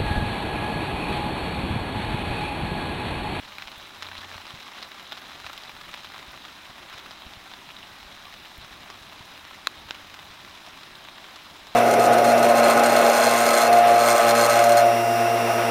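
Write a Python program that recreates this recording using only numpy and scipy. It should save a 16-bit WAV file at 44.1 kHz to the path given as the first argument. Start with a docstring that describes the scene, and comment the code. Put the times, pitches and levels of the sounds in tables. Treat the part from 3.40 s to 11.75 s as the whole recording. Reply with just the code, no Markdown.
"""Rain on a garden tarp

Steady rain falls on a tarp shelter in a garden, heard from a hand-held camera that ends up farther from the cloth.
Drops slap the taut fabric as shaped pulses, each with a quick echo, over filtered noise for the wash of
rain on wet ground and leaves. High spray ticks, and two drops land right by the microphone as dry pulses.
The hand bumps the camera softly with damped low waves; faint low tones and far hums waver as sines."""
import sys
import numpy as np
from scipy import signal
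from scipy.fft import rfft, irfft
from scipy.io import wavfile
from scipy.ndimage import uniform_filter1d

SR = 44100
rng = np.random.default_rng(int(sys.argv[2]) if len(sys.argv) > 2 else 0)


def wrap_up_sound(samples):
    """Save the sound to the file named by the first command line argument, as 16-bit audio."""
    columns = np.atleast_2d(samples).T
    # keep every value between -1 and 1, then stretch to whole-number steps
    tamed = np.clip(columns, -1, 1)
    steps = np.round(tamed * 32767).astype(np.int16)
    wavfile.write(sys.argv[1], SR, steps)


N = 368235

# relative spectrum of the spray of a bursting drop: (pitch_hz, level_db_per_hz)
SPRAY_SPECTRUM = [(1000, -38), (4000, -7), (7000, 2.5), (9000, -0.5), (12000, 2.5), (15000, 5.5)]
DROP_SIZE = 2048  # samples in the sound of one drop
DROP_HZ = np.fft.rfftfreq(DROP_SIZE, 1 / SR)
LEAD_S = 0.0018  # a faint wave in the cloth precedes the slap by this much


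def amp(db):
    """Decibels to gain."""
    return 10 ** (np.asarray(db) / 20)


def evened(x):
    """Scales to rms 1."""
    return x / np.sqrt(np.mean(x ** 2) + 1e-20)


def read(points, hz):
    """Reads a spectrum on a log-frequency axis."""
    f, value = np.transpose(points)
    return np.interp(np.log(hz + 1), np.log(f + 1), value)


def add(mix, start_s, sound):
    """Mixes a sound in at a time, cutting what runs past the end."""
    part = mix[max(round(start_s * SR), 0):][:len(sound)]
    part += sound[:len(part)]


def drift(shape, size):
    """Smoothed noise of rms 1, wandering along the last axis over some `size` steps."""
    once = uniform_filter1d(rng.standard_normal(shape), size)
    return evened(uniform_filter1d(once, size))


def click(db):
    """The sharpest causal (minimum-phase) pulse with this spectrum, with the energy of 3 ms at rms 1."""
    energy_samples = 128
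    log_gain = np.log(amp(np.r_[db, db[-2:0:-1]]))
    minimum_phase = np.exp(np.conj(signal.hilbert(log_gain)))[:len(db)]
    pulse = irfft(minimum_phase)
    return evened(pulse) * np.sqrt(energy_samples / len(pulse))


def scatter(pulse, share, t60):
    """Trails a pulse with a short burst of random ripples that die away in t60 seconds, keeping its energy."""
    t = np.arange(len(pulse)) / SR
    onset = 1 - np.exp(-t / 0.000094)
    ripples = rng.choice([-1, 1], len(t)) * amp(-60 * t / t60) * onset
    trail = signal.fftconvolve(pulse, ripples / np.linalg.norm(ripples))[:len(t)]
    return evened(pulse + share * trail) * np.sqrt(np.mean(pulse ** 2))


def nearness_db(t):
    """Level of the patter on the tarp relative to 1 m away: it falls as 1 / distance."""
    # the camera passes the cloth, then backs away: (time_s, distance_m)
    camera_path = [(0, 1.04), (.5, 1.14), (.8, 0.77), (1.6, 1.17), (2.2, 1.1), (3.2, 1.55), (8.35, 1.64)]
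    return -20 * np.log10(np.interp(t, *np.transpose(camera_path)))


def slap(ring_hz, ring_db, thud_db, snap_db, splash_db, delay_s, echo_db,
         ring_width=0.17, thud_hz=1800, snap_hz=4500, lead_db=-12):
    """One drop on cloth: a thud with the damped ring of the struck patch, a spray tick and a ground echo."""
    # relative spectrum of a plain blow on the cloth: (pitch_hz, level_db_per_hz)
    cloth_spectrum = [(100, -23), (300, -10), (500, -3.5), (700, -1.9), (1100, 1.4), (1700, -2.5),
                      (2500, -3.2), (3300, -2.5), (3950, -0.5), (4500, -10), (5000, -8), (6800, -18.5),
                      (8500, -25), (15500, -35.5)]
    ring = 1 / (1 + (np.log((DROP_HZ + 1) / ring_hz) / ring_width) ** 2)
    thud = 1 / (1 + (DROP_HZ / thud_hz) ** 6)  # slack cloth gives more body than taut cloth
    snap = 1 - 1 / (1 + (DROP_HZ / snap_hz) ** 12)  # a drop that meets a film of water lands more softly
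    cloth_db = read(cloth_spectrum, DROP_HZ) + ring_db * ring + thud_db * thud + snap_db * snap
    cloth = click(cloth_db)
    spray = amp(splash_db) * scatter(click(read(SPRAY_SPECTRUM, DROP_HZ)), share=2.5, t60=0.0073)

    out = amp(lead_db) * scatter(cloth, share=5.0, t60=0.01)  # a faint wave runs ahead through the taut weave
    add(out, LEAD_S, scatter(cloth, share=0.62, t60=0.011) + spray)
    echo = scatter(cloth + spray, share=0.96, t60=0.013)  # rough ground smears the echo
    add(out, LEAD_S + delay_s, amp(echo_db) * echo)
    return out


def patter(per_s=195, clumping=0.13, spread_db=2.5, largest=1.8, count=500, db_at_1m=-47):
    """Many small drops, each striking one of `count` patches with its own slap; level follows tarp distance."""
    rate = per_s * np.maximum(1 + clumping * drift(N, size=1500), 0)  # drops arrive in little flurries
    hits = np.flatnonzero(rng.random(N) < rate / SR)
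    size = amp(spread_db * np.minimum(rng.exponential(1, N), largest))
    patch = rng.integers(0, count, N)

    slaps = []
    for ring_hz in np.geomspace(720, 4300, count):
        polarity = rng.choice([-1, 1])
        sound = slap(ring_hz,
                     ring_db=rng.uniform(3.7, 13),
                     thud_db=rng.normal(0, 2.3),
                     snap_db=rng.normal(0, 3.7),
                     splash_db=rng.normal(-29, 3.3),
                     delay_s=rng.uniform(0.003, 0.0052),
                     echo_db=rng.uniform(-13, 0),
                     ring_width=rng.uniform(0.089, 0.16))
        slaps.append(polarity * sound)

    out = np.zeros(N)
    for i in hits:
        add(out, i / SR, size[i] * slaps[patch[i]])
    return amp(db_at_1m + nearness_db(np.arange(N) / SR)) * evened(out)


def wash(level_db=-46.5, patchy_db=1.04, flicker_db=-0.06, follow=0.14, rumble_hz=90):
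    """Countless far drops on soil and leaves merge into a restless noise hiss over a low outdoor rumble."""
    # relative spectrum of the far rain and the rumble: (pitch_hz, level_db_per_hz)
    far_spectrum = [(15, -16), (35, -3), (80, -1.7), (130, -3), (200, -0.9), (370, -1), (500, -1.5),
                    (680, -.2), (1100, 0), (1600, -2), (2400, -3), (3400, -3), (3950, -0.5), (4500, -11),
                    (4900, -8.5), (6500, -15.5), (8200, -20.5), (15500, -24)]
    # slow level of the deepest rumble: (time_s, level_db)
    rumble_level = [(0, 4), (1.5, -6), (2.4, 3), (3.4, 1), (4.3, 1), (4.65, 4), (4.9, 4), (6.4, 0.5),
                    (7.5, 0.5), (8.35, 1)]
    window, hop = 1024, 256  # samples
    frames, hz = N // hop + 5, np.fft.rfftfreq(window, 1 / SR)
    frame_s = np.arange(frames) * hop / SR
    shape = (len(hz), frames)
    noise = rng.standard_normal(shape) + 1j * rng.standard_normal(shape)

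    # small patches of time and pitch rise and fall
    patches = evened(uniform_filter1d(drift(shape, size=6), size=24, axis=0))
    near_db = nearness_db(frame_s)
    swell_db = follow * (near_db - near_db.mean()) + flicker_db * drift(frames, size=4)
    rain_share = hz / (hz + 400)  # the bass does not follow the rain
    rumble_share = 1 / (1 + (hz / rumble_hz) ** 4)
    rumble_db = rumble_share[:, None] * np.interp(frame_s, *np.transpose(rumble_level))

    spectrum_db = read(far_spectrum, hz)[:, None] + patchy_db * patches
    noise *= amp(spectrum_db + rain_share[:, None] * swell_db + rumble_db)
    sound = signal.istft(noise, nperseg=window, noverlap=window - hop)[1][:N]
    return amp(level_db) * evened(sound)


def fizz(per_s=260, spread_db=3.0, level_db=-66):
    """Fine spray ticks from drops bursting on gravel: short noise bursts at random moments."""
    ticks = (rng.random(N) < per_s / SR) * amp(spread_db * np.minimum(rng.exponential(1, N), 4))
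    t = np.arange(DROP_SIZE) / SR
    decay = amp(-60 * t / 0.011)
    bursts = signal.oaconvolve(ticks, decay)[:N] * rng.standard_normal(N)
    colour = click(read(SPRAY_SPECTRUM, DROP_HZ))
    return amp(level_db) * evened(signal.oaconvolve(bursts, colour)[:N])


def far_tones(waver=0.01):
    """Faint low tones and far hums: wavering sines that glide, swell and fade; the last one rises in pitch."""
    # faint low tones and far hums that swell and fade:
    # (start_s, end_s, first_pitch_hz, last_pitch_hz, level_db)
    tones = [(0, .4, 204.7, 205, -63.5), (0.527, 1.08, 91.5, 90, -56), (1.85, 2.145, 70, 69.6, -63),
             (3.6, 5, 194.5, 196, -67.5), (5.501, 6.55, 79, 77.9, -69), (6.517, 7.25, 93.6, 93, -63),
             (6.8, 7.602, 200, 182.3, -68), (7.364, 7.951, 336, 428, -65)]
    out = np.zeros(N)
    for start_s, end_s, first_hz, last_hz, level_db in tones:
        n = max(round((end_s - start_s) * SR), 2)
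        glide_hz = np.linspace(first_hz, last_hz, n)
        turns = np.cumsum(glide_hz * (1 + waver * drift(N, size=4000)[:n])) / SR
        tone = np.sqrt(2) * np.sin(2 * np.pi * turns)
        add(out, start_s, amp(level_db) * tone * signal.windows.tukey(n, 0.4))
    return out


def taps(typical_db=-37, splash_db=-20, splash_per_db=-0.3, echo_s=0.0041, echo_spread_s=0.0007):
    """The single drops that stand out: one slap each, with spray that grows more slowly than the thud."""
    # drops on the tarp, the ring being that of the struck patch:
    # (start_s, level_db, ring_hz, ring_db, thud_db, snap_db, ground_echo_db)
    tarp_drops = [(0.1206, -40.5, 2480, 6, 3, -6, 1), (0.1841, -32.5, 2330, 12, 0, 0, -11),
                  (0.1975, -42.5, 1800, 9, -3, -3, -1), (0.2227, -32.0, 2190, 6, -3, -6, -5),
                  (0.2745, -35.5, 2480, 6, -3, 0, -10), (0.2819, -35.5, 1020, 6, -3, -3, -8),
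                  (0.3173, -38.0, 4410, 9, 3, -6, -8), (0.3986, -43.5, 1400, 12, 3, -3, -7),
                  (0.4274, -42.0, 2820, 9, 0, -3, -12), (0.4389, -43.5, 3420, 9, 0, -3, -5),
                  (0.6243, -29.5, 3010, 6, 3, 6, -1), (0.6322, -40.5, 3640, 3, 0, 0, -2),
                  (0.6461, -42.0, 2650, 9, 3, 0, 1), (0.6556, -40.5, 4140, 6, 3, -6, 0),
                  (0.6671, -35.0, 4140, 12, 6, -6, -2), (0.6872, -36.5, 2050, 6, 3, 0, -4),
                  (0.7157, -35.5, 1590, 9, 3, -6, -3), (0.7532, -35, 2050, 6, 3, -3, -7),
                  (0.7696, -40.0, 3010, 12, -3, 3, -3), (0.7797, -34.5, 4140, 18, -3, -3, -12),
                  (0.8319, -38.5, 1800, 12, 3, -3, -1), (0.9155, -36.0, 1590, 9, 0, -6, -12),
                  (0.9441, -38.0, 3010, 3, 0, 0, -2), (0.98, -36.0, 1920, 6, -3, -6, -12),
                  (1.0678, -39.0, 4700, 6, 0, 0, -6), (1.1062, -36.5, 3200, 6, 0, -3, -8),
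                  (1.2048, -42.0, 2330, 6, -3, 3, -4), (1.2294, -40.0, 2190, 6, 3, 3, -4),
                  (1.2801, -40.0, 3420, 6, 3, -3, -2), (1.3779, -41.5, 2650, 12, 3, 0, 1),
                  (1.4195, -39.5, 3420, 12, 0, 0, -3), (1.4275, -32.5, 4700, 9, 0, 0, -1),
                  (1.5182, -38.5, 3880, 3, 0, -3, -6), (1.5468, -42.5, 840, 9, 3, 3, -2),
                  (1.5844, -43.0, 2330, 9, 0, 3, -12), (1.5974, -39.5, 2820, 6, -3, 0, -4),
                  (1.7142, -42.5, 1690, 6, 0, 3, -1), (1.7221, -29.5, 3640, 6, 3, 0, -3),
                  (1.7296, -40.0, 3420, 12, 0, 0, -12), (1.7757, -37.5, 4140, 6, 0, -3, -1),
                  (1.7847, -41.5, 3200, 6, -3, 6, -12), (1.9177, -39.5, 1800, 3, -3, 0, -6),
                  (2.0009, -38.5, 1590, 3, 0, 3, -3), (2.0444, -37.5, 1490, 12, 3, -3, -12),
                  (2.0654, -31.5, 2480, 6, 3, 0, -2), (2.0739, -42.5, 3200, 6, 0, 0, -3),
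                  (2.0979, -35, 1400, 6, 3, -3, -2), (2.1316, -37, 3880, 6, 0, 3, -4),
                  (2.1777, -34.5, 3010, 9, -3, 3, -12), (2.2364, -40.5, 4700, 9, -3, 0, -12),
                  (2.251, -40.5, 1920, 6, 0, 3, -5), (2.2948, -36.0, 2480, 6, 3, -3, -4),
                  (2.3662, -38.5, 1490, 9, 0, -6, -3), (2.4129, -42.5, 4700, 6, 3, 0, 2),
                  (2.4904, -43.5, 2650, 9, 0, -3, 1), (2.5329, -41.0, 4700, 3, 0, -3, -10),
                  (2.5409, -31.5, 2650, 9, 6, 3, -1), (2.5761, -40.5, 3640, 6, -3, 3, -12),
                  (2.6465, -37.0, 2820, 6, 3, 3, -1), (2.7203, -40.5, 1800, 6, 3, 3, -6),
                  (2.7448, -36.5, 4140, 6, 3, -6, -5), (2.763, -37.5, 1490, 9, 0, -3, -8),
                  (2.7806, -38.0, 2050, 6, 0, 3, -12), (2.791, -43.0, 2050, 6, 0, 0, 2),
                  (2.8278, -40.0, 2050, 9, 0, 0, -8), (2.9419, -41.0, 1080, 9, 3, 3, -12),
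                  (2.9756, -39.5, 2820, 9, 0, 0, -8), (3.0514, -39.0, 1400, 3, 0, 0, -2),
                  (3.0828, -40.0, 3010, 6, 0, 0, -4), (3.2539, -41.5, 2650, 12, 3, 0, -4),
                  (3.2999, -42.0, 650, 15, 0, 0, 0), (3.3818, -40.0, 1590, 6, 0, -3, -7),
                  (3.4989, -38.5, 1920, 6, 0, 0, -7), (3.5282, -38.5, 1310, 12, 0, -3, -6),
                  (3.5378, -40.0, 2190, 6, -3, 0, 0), (3.5794, -39.0, 1590, 9, -3, 3, 2),
                  (3.5926, -39.5, 3200, 9, 3, 3, -3), (3.6614, -38.0, 1490, 12, 0, 0, -4),
                  (3.7096, -37.5, 4700, 9, 6, 0, -1), (3.8209, -39.0, 3010, 9, 3, -3, -11),
                  (3.9362, -38.0, 3420, 6, -3, 0, -7), (4.1155, -39.5, 650, 6, 0, -3, -2),
                  (4.1375, -36.5, 4700, 9, -3, -9, -7), (4.2903, -39.5, 790, 9, 3, -3, -6),
                  (4.3035, -40.0, 2480, 9, 3, -3, 0), (4.3665, -35.5, 3640, 18, 0, -9, -12),
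                  (4.4296, -38.5, 2820, 12, 3, -6, -5), (4.6299, -41.5, 790, 9, -3, 3, -4),
                  (4.8544, -40.0, 3200, 9, 0, -3, -11), (4.868, -43, 1100, 18, 0, -6, -9),
                  (4.881, -44, 1080, 18, 0, -6, -9), (4.9264, -42.5, 2050, 15, -3, 3, -4),
                  (4.9407, -38.5, 1690, 6, 3, 3, -7), (5.0494, -41.0, 2820, 9, 3, -3, 0),
                  (5.2153, -42.5, 2480, 6, 0, 0, -3), (5.247, -41.5, 1490, 12, 0, 6, -5),
                  (5.3261, -42.0, 1690, 9, 0, -3, -1), (5.5019, -36.5, 1920, 6, 3, 6, -3),
                  (5.7252, -40.5, 2650, 6, 3, -3, -1), (5.9774, -40.5, 2330, 3, -3, 0, -6),
                  (6.0515, -40.0, 790, 3, 0, 0, -12), (6.1102, -38.5, 1230, 9, 0, -6, -7),
                  (6.1468, -40.5, 2050, 12, 0, 0, -12), (6.4883, -39.5, 950, 6, 0, -3, 1),
                  (6.5465, -39.5, 2820, 9, -3, 3, -1), (6.6988, -42.5, 2650, 6, 0, 3, -1),
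                  (6.7423, -38.0, 2480, 6, 0, 3, -5), (6.7913, -37, 3010, 6, 6, -3, -3),
                  (7.049, -39.0, 1920, 6, 3, 0, -12), (7.2648, -40.5, 3010, 3, 0, 3, -4),
                  (7.274, -42, 700, 18, 0, -3, -3), (7.4343, -41.5, 2480, 9, 0, 3, -4),
                  (7.5545, -39.5, 3880, 12, -3, 3, -12), (7.609, -43, 790, 12, 3, -3, -6),
                  (7.6508, -39.5, 1230, 6, 0, -3, -9), (7.674, -42.5, 950, 9, 6, -6, -6),
                  (7.6869, -36.0, 3420, 9, 9, 0, -12), (7.7824, -41.0, 1800, 9, 3, -3, -5),
                  (7.8434, -40.5, 2650, 6, 0, -6, -12), (7.9603, -41.5, 650, 6, -3, 6, 0),
                  (8.2703, -39.5, 840, 6, 0, 6, -6)]
    out = np.zeros(N)
    heights = rng.uniform(-1, 1, len(tarp_drops))  # the cloth hangs at different heights
    for (start_s, level_db, *colour, echo_db), height in zip(tarp_drops, heights):
        spray_db = splash_db + splash_per_db * (level_db - typical_db)  # relative to the drop
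        delay_s = echo_s + echo_spread_s * height  # the slap comes back off the ground
        add(out, start_s - LEAD_S, amp(level_db) * slap(*colour, spray_db, delay_s, echo_db))
    return out


def bumps(damping=0.69, knock_db=-6, knock_hz=180, shudder_db=-15, shudder_t60=0.2, shudder_hz=230):
    """The hand on the camera: a low push and rebound, a short knock of the case, a brief shudder of the grip."""
    # soft bumps: (push_centre_s, push_peak_db, pitch_hz)
    hand_bumps = [(.262, -46, 55), (0.38, -45, 50), (.79, -45, 60), (.961, -40.5, 85), (1.141, -37, 114),
                  (2.054, -46, 90), (2.885, -44, 55), (2.9, -47, 70), (2.97, -48, 97), (3.301, -46, 85),
                  (3.552, -48, 100), (3.868, -38.5, 59.4), (3.974, -40, 80), (4.633, -49, 50),
                  (4.665, -50, 40), (5.188, -38, 60), (5.224, -45, 100), (5.246, -46, 110),
                  (5.317, -49, 54.4), (5.618, -45, 70), (5.809, -42, 90), (6.381, -49, 65), (6.46, -44, 70)]
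    out, t = np.zeros(N), np.arange(-DROP_SIZE, 2 * DROP_SIZE) / SR
    low_pass = signal.butter(2, shudder_hz, fs=SR)
    for centre_s, peak_db, hz in hand_bumps:
        u, v = 2 * np.pi * hz * t, 2 * np.pi * knock_hz * t
        push = np.cos(u) / np.cosh(damping * u)
        knock = amp(knock_db) * -np.sin(v) * np.exp(-(v / np.pi) ** 2)
        jolts = rng.standard_normal(len(t))
        dying = (t > 0) * amp(shudder_db - 60 * np.maximum(t, 0) / shudder_t60)
        steady_rms = np.std(signal.lfilter(*low_pass, jolts))
        shudder = signal.lfilter(*low_pass, jolts * dying) / steady_rms
        add(out, centre_s + t[0], amp(peak_db) * (push + knock + shudder))
    return out


def sprays(t60=0.012):
    """Thin, high ticks of spray, some on top of a tarp drop: the spray pulse with a trail of ripples."""
    # high spray ticks, some on top of a tarp drop: (start_s, level_db)
    spray_ticks = [(.381, -46), (2.131, -47), (2.18, -50), (2.919, -50), (5.1786, -47)]
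    out, tick = np.zeros(N), click(read(SPRAY_SPECTRUM, DROP_HZ))
    for start_s, level_db in spray_ticks:
        add(out, start_s, amp(level_db) * scatter(tick, share=2.5, t60=t60))
    return out


def near_drops(rebound=0.34, burst_s=0.00023):
    """Dry, hard ticks a hand's width from the microphone; the burst of each drop draws the tick out a little."""
    # drops right by the microphone: (start_s, level_db)
    close_drops = [(6.2713, -15.5), (6.5087, -24)]
    # relative spectrum of each: (pitch_hz, first_drop_db, second_drop_db)
    colours = np.array([(150, -33, -9), (310, -18, -6), (450, -13, 1), (600, -6.5, -1), (800, -11, 0),
                        (910, -17, 3), (1085, 3, -7), (1540, -1, 5), (1870, -0.5, 2), (2180, -10, -9),
                        (2540, -2, 3), (3000, -18, 3), (3300, -5, 0), (3700, 0.5, 4), (4020, 3, -1),
                        (4400, -4, -10), (5400, -18, -1.5), (6300, -17, -19), (7200, -13, -14),
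                        (8000, -29, -30), (10500, -22.5, -34), (15500, -29, -30)])
    out = np.zeros(N)
    hardest_db = max(level_db for _, level_db in close_drops)
    for k, (start_s, level_db) in enumerate(close_drops):
        # the harder the drop, the longer the lag of its burst: it is proportional to the drop's energy
        lag_s = burst_s * amp(level_db - hardest_db) ** 2
        tick = click(read(colours[:, [0, k + 1]], DROP_HZ))
        lag = np.exp(-2j * np.pi * DROP_HZ * round(lag_s * SR) / SR)
        all_pass = (lag - rebound) / (1 - rebound * lag)  # spreads in time, keeps the colour
        tick = irfft(rfft(tick) * all_pass)
        add(out, start_s, amp(level_db) * scatter(tick, share=0.27, t60=0.014))
    return out


def garden(x, t60=0.11):
    """A short, thin tail of sparse random reflections from the cloth, the ground and the fence."""
    t = np.arange(SR // 4) / SR
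    reflections = rng.standard_normal(len(t)) * (rng.random(len(t)) < 2500 / SR)  # 2500 per second
    tail = reflections * (t > 0.005) * amp(-60 * t / t60)
    return signal.oaconvolve(x, tail / np.linalg.norm(tail))[:N]


def scene():
    """Rain on the tarp and around it, with the small sounds near the camera and the faint tones far off."""
    tarp, near = taps() + patter() + sprays(), near_drops()
    echoes = garden(amp(-13.0) * tarp + amp(-35) * near)
    return (tarp + near + echoes + wash() + fizz() + bumps() + far_tones())[None]


def record(dry, dip_hz=470, dip_q=2.43, dip_depth=0.56, edge_hz=15900):
    """The microphone's hollow in the low mids, then the recorder's band limit."""
    low_mids = signal.lfilter(*signal.iirpeak(dip_hz, dip_q, SR), dry)
    coloured = dry - dip_depth * low_mids
    band_limit = signal.firwin(511, edge_hz, window=("kaiser", 9), fs=SR)
    return signal.oaconvolve(coloured, band_limit[None], "same")


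dry = scene()
out = record(dry)
wrap_up_sound(out)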